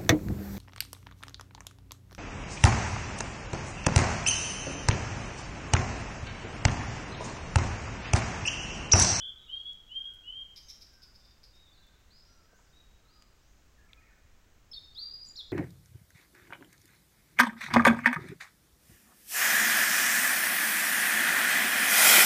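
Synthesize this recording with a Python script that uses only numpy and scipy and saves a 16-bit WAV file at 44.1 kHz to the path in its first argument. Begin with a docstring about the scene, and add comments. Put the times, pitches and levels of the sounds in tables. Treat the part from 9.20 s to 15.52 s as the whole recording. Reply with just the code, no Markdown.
"""Flycatcher in an echoing forest

A near bird sings slurred whistles, a run of dry rasps and, after a pause, a higher phrase.
Whistles are fluttering near-pure tones; rasps are uneven snaps and air puffs ringing throat and beak.
Echoes off trunks and a noise-built wash off foliage beat against the notes; far birds arrive mostly scattered.
Filtered noise makes a few twig ticks over a low rumble and faint hiss.
"""
import sys
import numpy as np
from scipy import signal
from scipy.fft import rfft, irfft
from scipy.io import wavfile
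from scipy.ndimage import uniform_filter1d

SR = 44100
rng = np.random.default_rng(int(sys.argv[2]) if len(sys.argv) > 2 else 0)


def wrap_up_sound(samples):
    """Save the sound to the file named by the first command line argument, as 16-bit audio."""
    columns = np.atleast_2d(samples).T
    # keep every value between -1 and 1, then stretch to whole-number steps
    tamed = np.clip(columns, -1, 1)
    steps = np.round(tamed * 32767).astype(np.int16)
    wavfile.write(sys.argv[1], SR, steps)


N = 278712
T = np.arange(N) / SR


# The opening warbled note. Each row: start in seconds, length in seconds, start, middle and end pitch in Hz,
# level in dB.
WARBLE = [(0, 0.128, 3230, 3320, 3280, -43)]
# The near bird's short chips and flicks. Each row: start in seconds, length in seconds,
# start, middle and end pitch in Hz, level in dB.
CHIPS = [(1.425, .06, 6150, 6300, 6300, -65), (5.513, .015, 5325, 5170, 5145, -46.5),
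         (5.53, .024, 3000, 4490, 3360, -45.5), (5.56, 0.026, 3770, 3653, 3664, -45),
         (5.747, 0.0073, 4930, 4840, 4690, -51.5), (6.012, 0.042, 4847, 4840, 4810, -48.5),
         (6.054, 0.011, 5670, 6170, 6090, -62), (6.063, 0.017, 8020, 7200, 7010, -62),
         (6.08, .016, 6860, 7010, 7140, -53.5), (6.155, 0.018, 3197, 4860, 5540, -48.5),
         (6.172, 0.043, 4500, 3860, 3363, -44), (6.308, .016, 4510, 3880, 2930, -53)]
# Echoes off the perch, nearby branches and trunks. Each row: delay in seconds, level in dB.
TRUNK_ECHOES = [(.0047, -9), (0.0129, -8), (.023, -13), (0.05, -17), (.072, -18)]
VIBRATO_HZ, VIBRATO_DEPTH_HZ = 31.33, 229  # rate; depth at time zero
VIBRATO_CREST_S, VIBRATO_FADE_S = 0.024, 0.17  # time of a crest; time constant of the narrowing


def flycatcher():
    """The near bird, heard directly, off single branches and trunks, and through the foliage."""
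    # the warble narrows as the note goes on
    vibrato_depth_hz = VIBRATO_DEPTH_HZ * np.exp(-T / VIBRATO_FADE_S)
    vibrato_hz = vibrato_depth_hz * np.cos(2 * np.pi * VIBRATO_HZ * (T - VIBRATO_CREST_S))
    warble = whistle(arcs(WARBLE, attack_s=0.0013, release_s=0.026), waver=0.0022, bend_hz=vibrato_hz)
    chips = whistle(arcs(CHIPS, attack_s=0.0035, release_s=0.0021), waver=0.003,
                    slide_flutter_s=0.0022, most_flutter=0.031, second_db=9)
    tones = whistle(slurs(), waver=0.0013) + chips + warble
    buzz = rasps(pulse_hz=251.0, jitter=0.12, closing=0.48, width_hz=690, air_db=-6.5, scatter_db=4.5)
    direct = tones + buzz
    echoes = sum(undb(db) * np.pad(direct, (int(delay * SR), 0))[:N] for delay, db in TRUNK_ECHOES)
    # the foliage gets a little more of the rasps
    scattered = forest(tones + undb(2.0) * buzz, early_db=-7.5, early_t60=0.33, late_db=-7.5, late_t60=1.005)
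    return direct + echoes + scattered


# The near bird's long rising slurs; the knee is where the scoop ends. Each row: start in seconds,
# length in seconds, scoop time in seconds, start, knee and top pitch in Hz,
# scoop, first swell and second swell level in dB.
SLURS = [(0.28, .235, .033, 2780, 3153, 3349, -43.5, -39.5, -41.5),
         (0.692, .212, .05, 2800, 3152, 3276, -44, -37.5, -41),
         (1.037, .2, .085, 2804, 3115, 3216, -42, -46.5, -41),
         (5.754, 0.24, 0.05, 3250, 4630, 4840, -40, -44, -42)]
TOP_AT, SAG_HZ = 0.78, 24.9  # share of the length where the pitch tops out; sag by the end
SWELL_S, SECOND_SWELL_AT = 0.022, 0.76  # knee to first crest in seconds; second crest as a share of the length
SLUR_START_DB, SLUR_KNEE_DB = -16, -7.5  # relative to the scoop
SLUR_DIP_DB, SLUR_END_DB = -7.5, -11.5  # relative to the second swell


def slurs():
    """Each slur scoops up fast, then climbs slowly through two swells; gives (times, pitch, dB) per note."""
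    notes = []
    for start, length, knee_s, start_hz, knee_hz, top_hz, scoop_db, first_db, second_db in SLURS:
        t = T[:int(length * SR)]
        corners_s = [0, knee_s, TOP_AT * length, length]
        hz = np.interp(t, corners_s, [start_hz, knee_hz, top_hz, top_hz - SAG_HZ])
        hz = uniform_filter1d(hz, size=600, mode="nearest")
        first_s, second_s = knee_s + SWELL_S, SECOND_SWELL_AT * length
        scoop = [(0, scoop_db + SLUR_START_DB), (0.69 * knee_s, scoop_db), (knee_s, scoop_db + SLUR_KNEE_DB)]
        # the level slides into the dip, then leaps straight to the second crest
        swells = [(first_s, first_db), (second_s, second_db + SLUR_DIP_DB),
                  (second_s, second_db), (length, second_db + SLUR_END_DB)]
        notes.append((start + t, hz, np.interp(t, *np.transpose(scoop + swells))))
    return notes


def arcs(rows, attack_s, release_s, edge_db=-18):
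    """Each note follows one smooth arc through three pitches, fading in and out; gives (times, pitch, dB)."""
    notes = []
    for start, length, start_hz, middle_hz, end_hz, db in rows:
        t = T[:int(length * SR)]
        arc = np.polyfit([0, 0.5, 1], [start_hz, middle_hz, end_hz], 2)
        hz = np.polyval(arc, t / length)
        opening = np.clip(np.minimum(t / attack_s, (length - t) / release_s), 0, 1)
        notes.append((start + t, hz, db + edge_db * (1 - opening)))
    return notes


# Overtones leave the beak more easily in the high treble.
# Each row: overtone frequency in Hz, level in dB relative to the fundamental (second_db lifts the second).
OVERTONES = [(6500, -58), (9700, -49), (11200, -28), (14200, -38.5)]


def whistle(notes, waver, bend_hz=0, second_db=4, slide_flutter_s=0.0013, most_flutter=0.025):
    """The syrinx glides through each note as an almost pure tone that flutters when the pitch slides fast."""
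    pitch, gain, slide = np.zeros((3, N))
    for s, hz, db in notes:
        on = (T >= s[0]) & (T <= s[-1])
        # hold the pitch slightly past both ends, where the smoothed gain still sounds
        near = (T >= s[0] - 0.002) & (T <= s[-1] + 0.002)
        pitch[near] = np.interp(T[near], s, hz)
        gain[on] = undb(np.interp(T[on], s, db))
        slide[near] = np.abs(np.diff(np.log(pitch[near]), prepend=np.log(hz[0]))) * SR
    gain = uniform_filter1d(uniform_filter1d(gain, size=70), size=70)
    flutter = np.minimum(slide_flutter_s * slide, most_flutter) * walk(700)
    sung_hz = pitch * (1 + waver * walk(180) + flutter) + bend_hz
    phase = 2 * np.pi * np.cumsum(sung_hz) / SR

    def overtone(k):
        level = undb(np.interp(k * pitch, *np.transpose(OVERTONES)))
        return level * (k * pitch < SR / 2) * np.sin(k * phase)

    return np.sqrt(2) * gain * (np.sin(phase) + undb(second_db) * overtone(2) + overtone(3))


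# The near bird's rasps. Each row: start in seconds, length in seconds, main resonance in Hz, level in dB.
RASPS = [(1.359, 0.032, 5090, -52.5), (1.484, .034, 5470, -50.5), (1.608, 0.031, 5210, -56),
         (1.733, .014, 5160, -64), (1.82, 0.03, 5030, -57), (1.944, .025, 4970, -63.5),
         (1.997, 0.02, 5120, -67), (2.042, .026, 4900, -64.5), (2.109, 0.01, 4950, -66),
         (2.232, 0.02, 4860, -58.5), (2.351, 0.013, 5040, -69)]
# Further throat and beak resonances of a rasp. Each row: centre in Hz, width of each filter pass in Hz,
# level in dB relative to the main resonance.
THROAT = [(2280, 440, -17.5), (3850, 490, -10), (7100, 2400, -55), (11870, 2600, -25), (14000, 1400, -42)]


def rasps(pulse_hz, jitter, closing, width_hz, air_db=-5, scatter_db=4.0):
    """The syrinx snaps in uneven pulses; each snap and its puff of air ring the throat and the open beak."""
    out = np.zeros(N)
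    for start, length, hz, db in RASPS:
        t = T[:int(length * SR)]
        # one snap at each wrap of the cycle, then air leaks until the syrinx closes again
        cycle = np.cumsum(pulse_hz * (1 + jitter * walk(300)[:len(t)])) / SR % 1
        wraps = np.diff(cycle, prepend=1) < 0
        snaps = wraps * undb(scatter_db * walk(470)[:len(t)])
        puffs = undb(air_db) * rng.standard_normal(len(t)) * np.exp(-cycle / closing)
        swell = np.interp(t / length, [0, 0.5, 1], [0.55, 1, 0.3])
        drive = np.pad((snaps + puffs) * swell, (0, SR // 200))  # room to ring out
        resonances = [(hz, width_hz, 0)] + list(THROAT)
        voice = sum(undb(g) * resonate(resonate(drive, f, w), f, w) for f, w, g in resonances)
        add(out, start, undb(db) * unit(voice))
    return out


def forest(x, early_db, early_t60, late_db, late_t60):
    """Scattered sound: a quick wash from nearby foliage and a long tail from the trees beyond."""
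    t = T[:2 * SR]
    build_up = 1 - np.exp(-(t / 0.017) ** 2)

    def wash(t60):
        return unit(rng.standard_normal(len(t)) * build_up * undb(-60 * t / t60))

    response = (undb(early_db) * wash(early_t60) + undb(late_db) * wash(late_t60)) / np.sqrt(len(t))
    return signal.fftconvolve(x, response)[:N]


# A second songbird far off. Each row: start in seconds, length in seconds,
# start, middle and end pitch in Hz, level in dB.
FAR_SONG = [(.18, .18, 3780, 3760, 3680, -68.5), (.32, 0.12, 4150, 4400, 4270, -76),
            (2.0, 0.14, 3494, 3610, 3590, -76), (2.33, 0.096, 3620, 3780, 3730, -67.5),
            (2.45, 0.056, 3740, 3540, 3515, -66.5), (2.525, .085, 4750, 4100, 3750, -70.5),
            (2.62, 0.047, 3570, 3500, 3540, -68.5), (2.9, 0.12, 3890, 5020, 4940, -66),
            (3.05, .11, 5300, 5790, 5720, -73.5), (3.335, .08, 5740, 6800, 8450, -75),
            (3.44, .06, 6200, 4900, 4300, -77), (3.525, 0.1, 3680, 3840, 3772, -69),
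            (3.875, .12, 3756, 4840, 4750, -71.5), (4.2, 0.13, 4820, 6150, 6930, -79)]
# A distant low warbler. Each row: start in seconds, length in seconds, start, middle and end pitch in Hz,
# level in dB.
LOW_WARBLER = [(4.575, .055, 1870, 1720, 1553, -70), (4.685, .03, 2770, 2250, 1870, -68.5),
               (4.768, .032, 2203, 2450, 2615, -66), (4.8, 0.0492, 2550, 1900, 1960, -70),
               (4.858, .068, 2406, 1800, 1440, -71)]
# Very distant falling calls. Each row: start in seconds, length in seconds, start pitch in Hz, level in dB.
FAR_CALLS = [(0, 0.26, 1545, -71), (0.074, 0.23, 1337, -80), (0.788, 0.22, 1595, -76.5),
             (1.703, .21, 1569, -77.5), (2.545, 0.26, 1625, -80.5), (3.073, 0.19, 1397, -75.5),
             (3.275, 0.1, 1603, -75), (3.823, .22, 1330, -79.5), (4.632, 0.23, 1380, -78.5),
             (5.751, 0.14, 1338, -79.5)]
CALL_MIDDLE, CALL_END = 0.96, 0.92  # pitch of a falling call as shares of its start


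def far_birds():
    """Distant singers: most of their sound arrives scattered."""
    song = whistle(arcs(FAR_SONG, attack_s=0.0068, release_s=0.02), waver=0.011,
                   slide_flutter_s=0.005, most_flutter=0.04)
    warbler = whistle(arcs(LOW_WARBLER, attack_s=0.0067, release_s=0.006), waver=0.03)
    falling = [(start, length, hz, hz * CALL_MIDDLE, hz * CALL_END, db) for start, length, hz, db in FAR_CALLS]
    calls = whistle(arcs(falling, attack_s=0.013, release_s=0.023), waver=0.02)
    voices = song + warbler + calls
    return voices + forest(voices, early_db=0.0, early_t60=0.78, late_db=-2.0, late_t60=2.3)


# Twig ticks and taps. Each row: start in seconds, ring in Hz, width of each filter pass in Hz,
# time for the noise burst to fall 60 dB in seconds, level in dB.
TICKS = [(.532, 5530, 8000, .006, -59), (0.937, 7070, 11240, 0.11, -66.5), (2.669, 13000, 6000, .0076, -70),
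         (3.329, 520, 500, 0.052, -59.5), (3.389, 776, 697, 0.12, -64), (4.023, 3180, 3840, 0.0091, -52),
         (4.732, 2970, 1670, 0.0094, -47)]


def twigs():
    """Small dry ticks: a brief noise snap rings the wood; the level is that of the loudest 2 ms."""
    out, t = np.zeros(N), T[:SR // 10]
    for start, hz, width_hz, t60, db in TICKS:
        burst = rng.standard_normal(len(t)) * undb(-60 * t / t60)
        snap = resonate(resonate(burst, hz, width_hz), hz, width_hz)
        loudest = np.sqrt(uniform_filter1d(snap ** 2, size=88).max())
        add(out, start, undb(db) * snap / loudest)
    return out


# Colour of the forest background. Each row: frequency in Hz, relative density in dB per Hz.
AIR = [(20, 2), (60, 0.6), (130, -11.5), (300, -17.5), (800, -23), (1400, -23), (2800, -27), (4500, -30.5),
       (6800, -28.5), (8200, -34), (9700, -43), (12000, -39), (15500, -38)]
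AIR_DB = -60.5  # rms level before the sway


def background(sway_db=0.19):
    """Low rumble and faint hiss: noise coloured in the spectrum, swaying a little in level."""
    hz, db = np.transpose(AIR)
    freqs = np.arange(N // 2 + 1) * SR / N
    colour = undb(np.interp(np.log(freqs + 1), np.log(hz), db))
    air = unit(irfft(rfft(rng.standard_normal(N)) * colour, N))
    return air * undb(AIR_DB + sway_db * walk(3.75))


def undb(db):
    """Decibels to gain."""
    return 10 ** (np.asarray(db) / 20)


def unit(x):
    """Scale to rms 1."""
    return x / np.sqrt(np.mean(x ** 2) + 1e-30)


def walk(rate):
    """Smooth random drift with a spread near 1, from random steps at a rate in Hz."""
    k = max(int(SR / rate), 2)
    steps = np.repeat(rng.standard_normal(N // k + 1), k)
    return 1.4 * uniform_filter1d(uniform_filter1d(steps, k), k)[:N]


def resonate(x, hz, width_hz):
    """A two-pole resonance with gain 1 at its centre."""
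    return signal.lfilter(*signal.iirpeak(min(hz, SR / 2 - 1), hz / width_hz, SR), x)


def add(out, start, sound):
    """Mix a sound in at a time in seconds."""
    i = max(int(start * SR), 0)
    out[i:i + len(sound)] += sound[:max(N - i, 0)]


def scene():
    """The near bird in its forest, on one channel."""
    return (flycatcher() + far_birds() + twigs() + background())[None]


TOP_HZ = 15800


def record(dry):
    """The recorder cuts the top steeply."""
    # 0.1 dB ripple below the edge, 70 dB down above it
    return signal.sosfilt(signal.ellip(10, 0.1, 70, TOP_HZ, fs=SR, output="sos"), dry)


dry = scene()
out = record(dry)
wrap_up_sound(out)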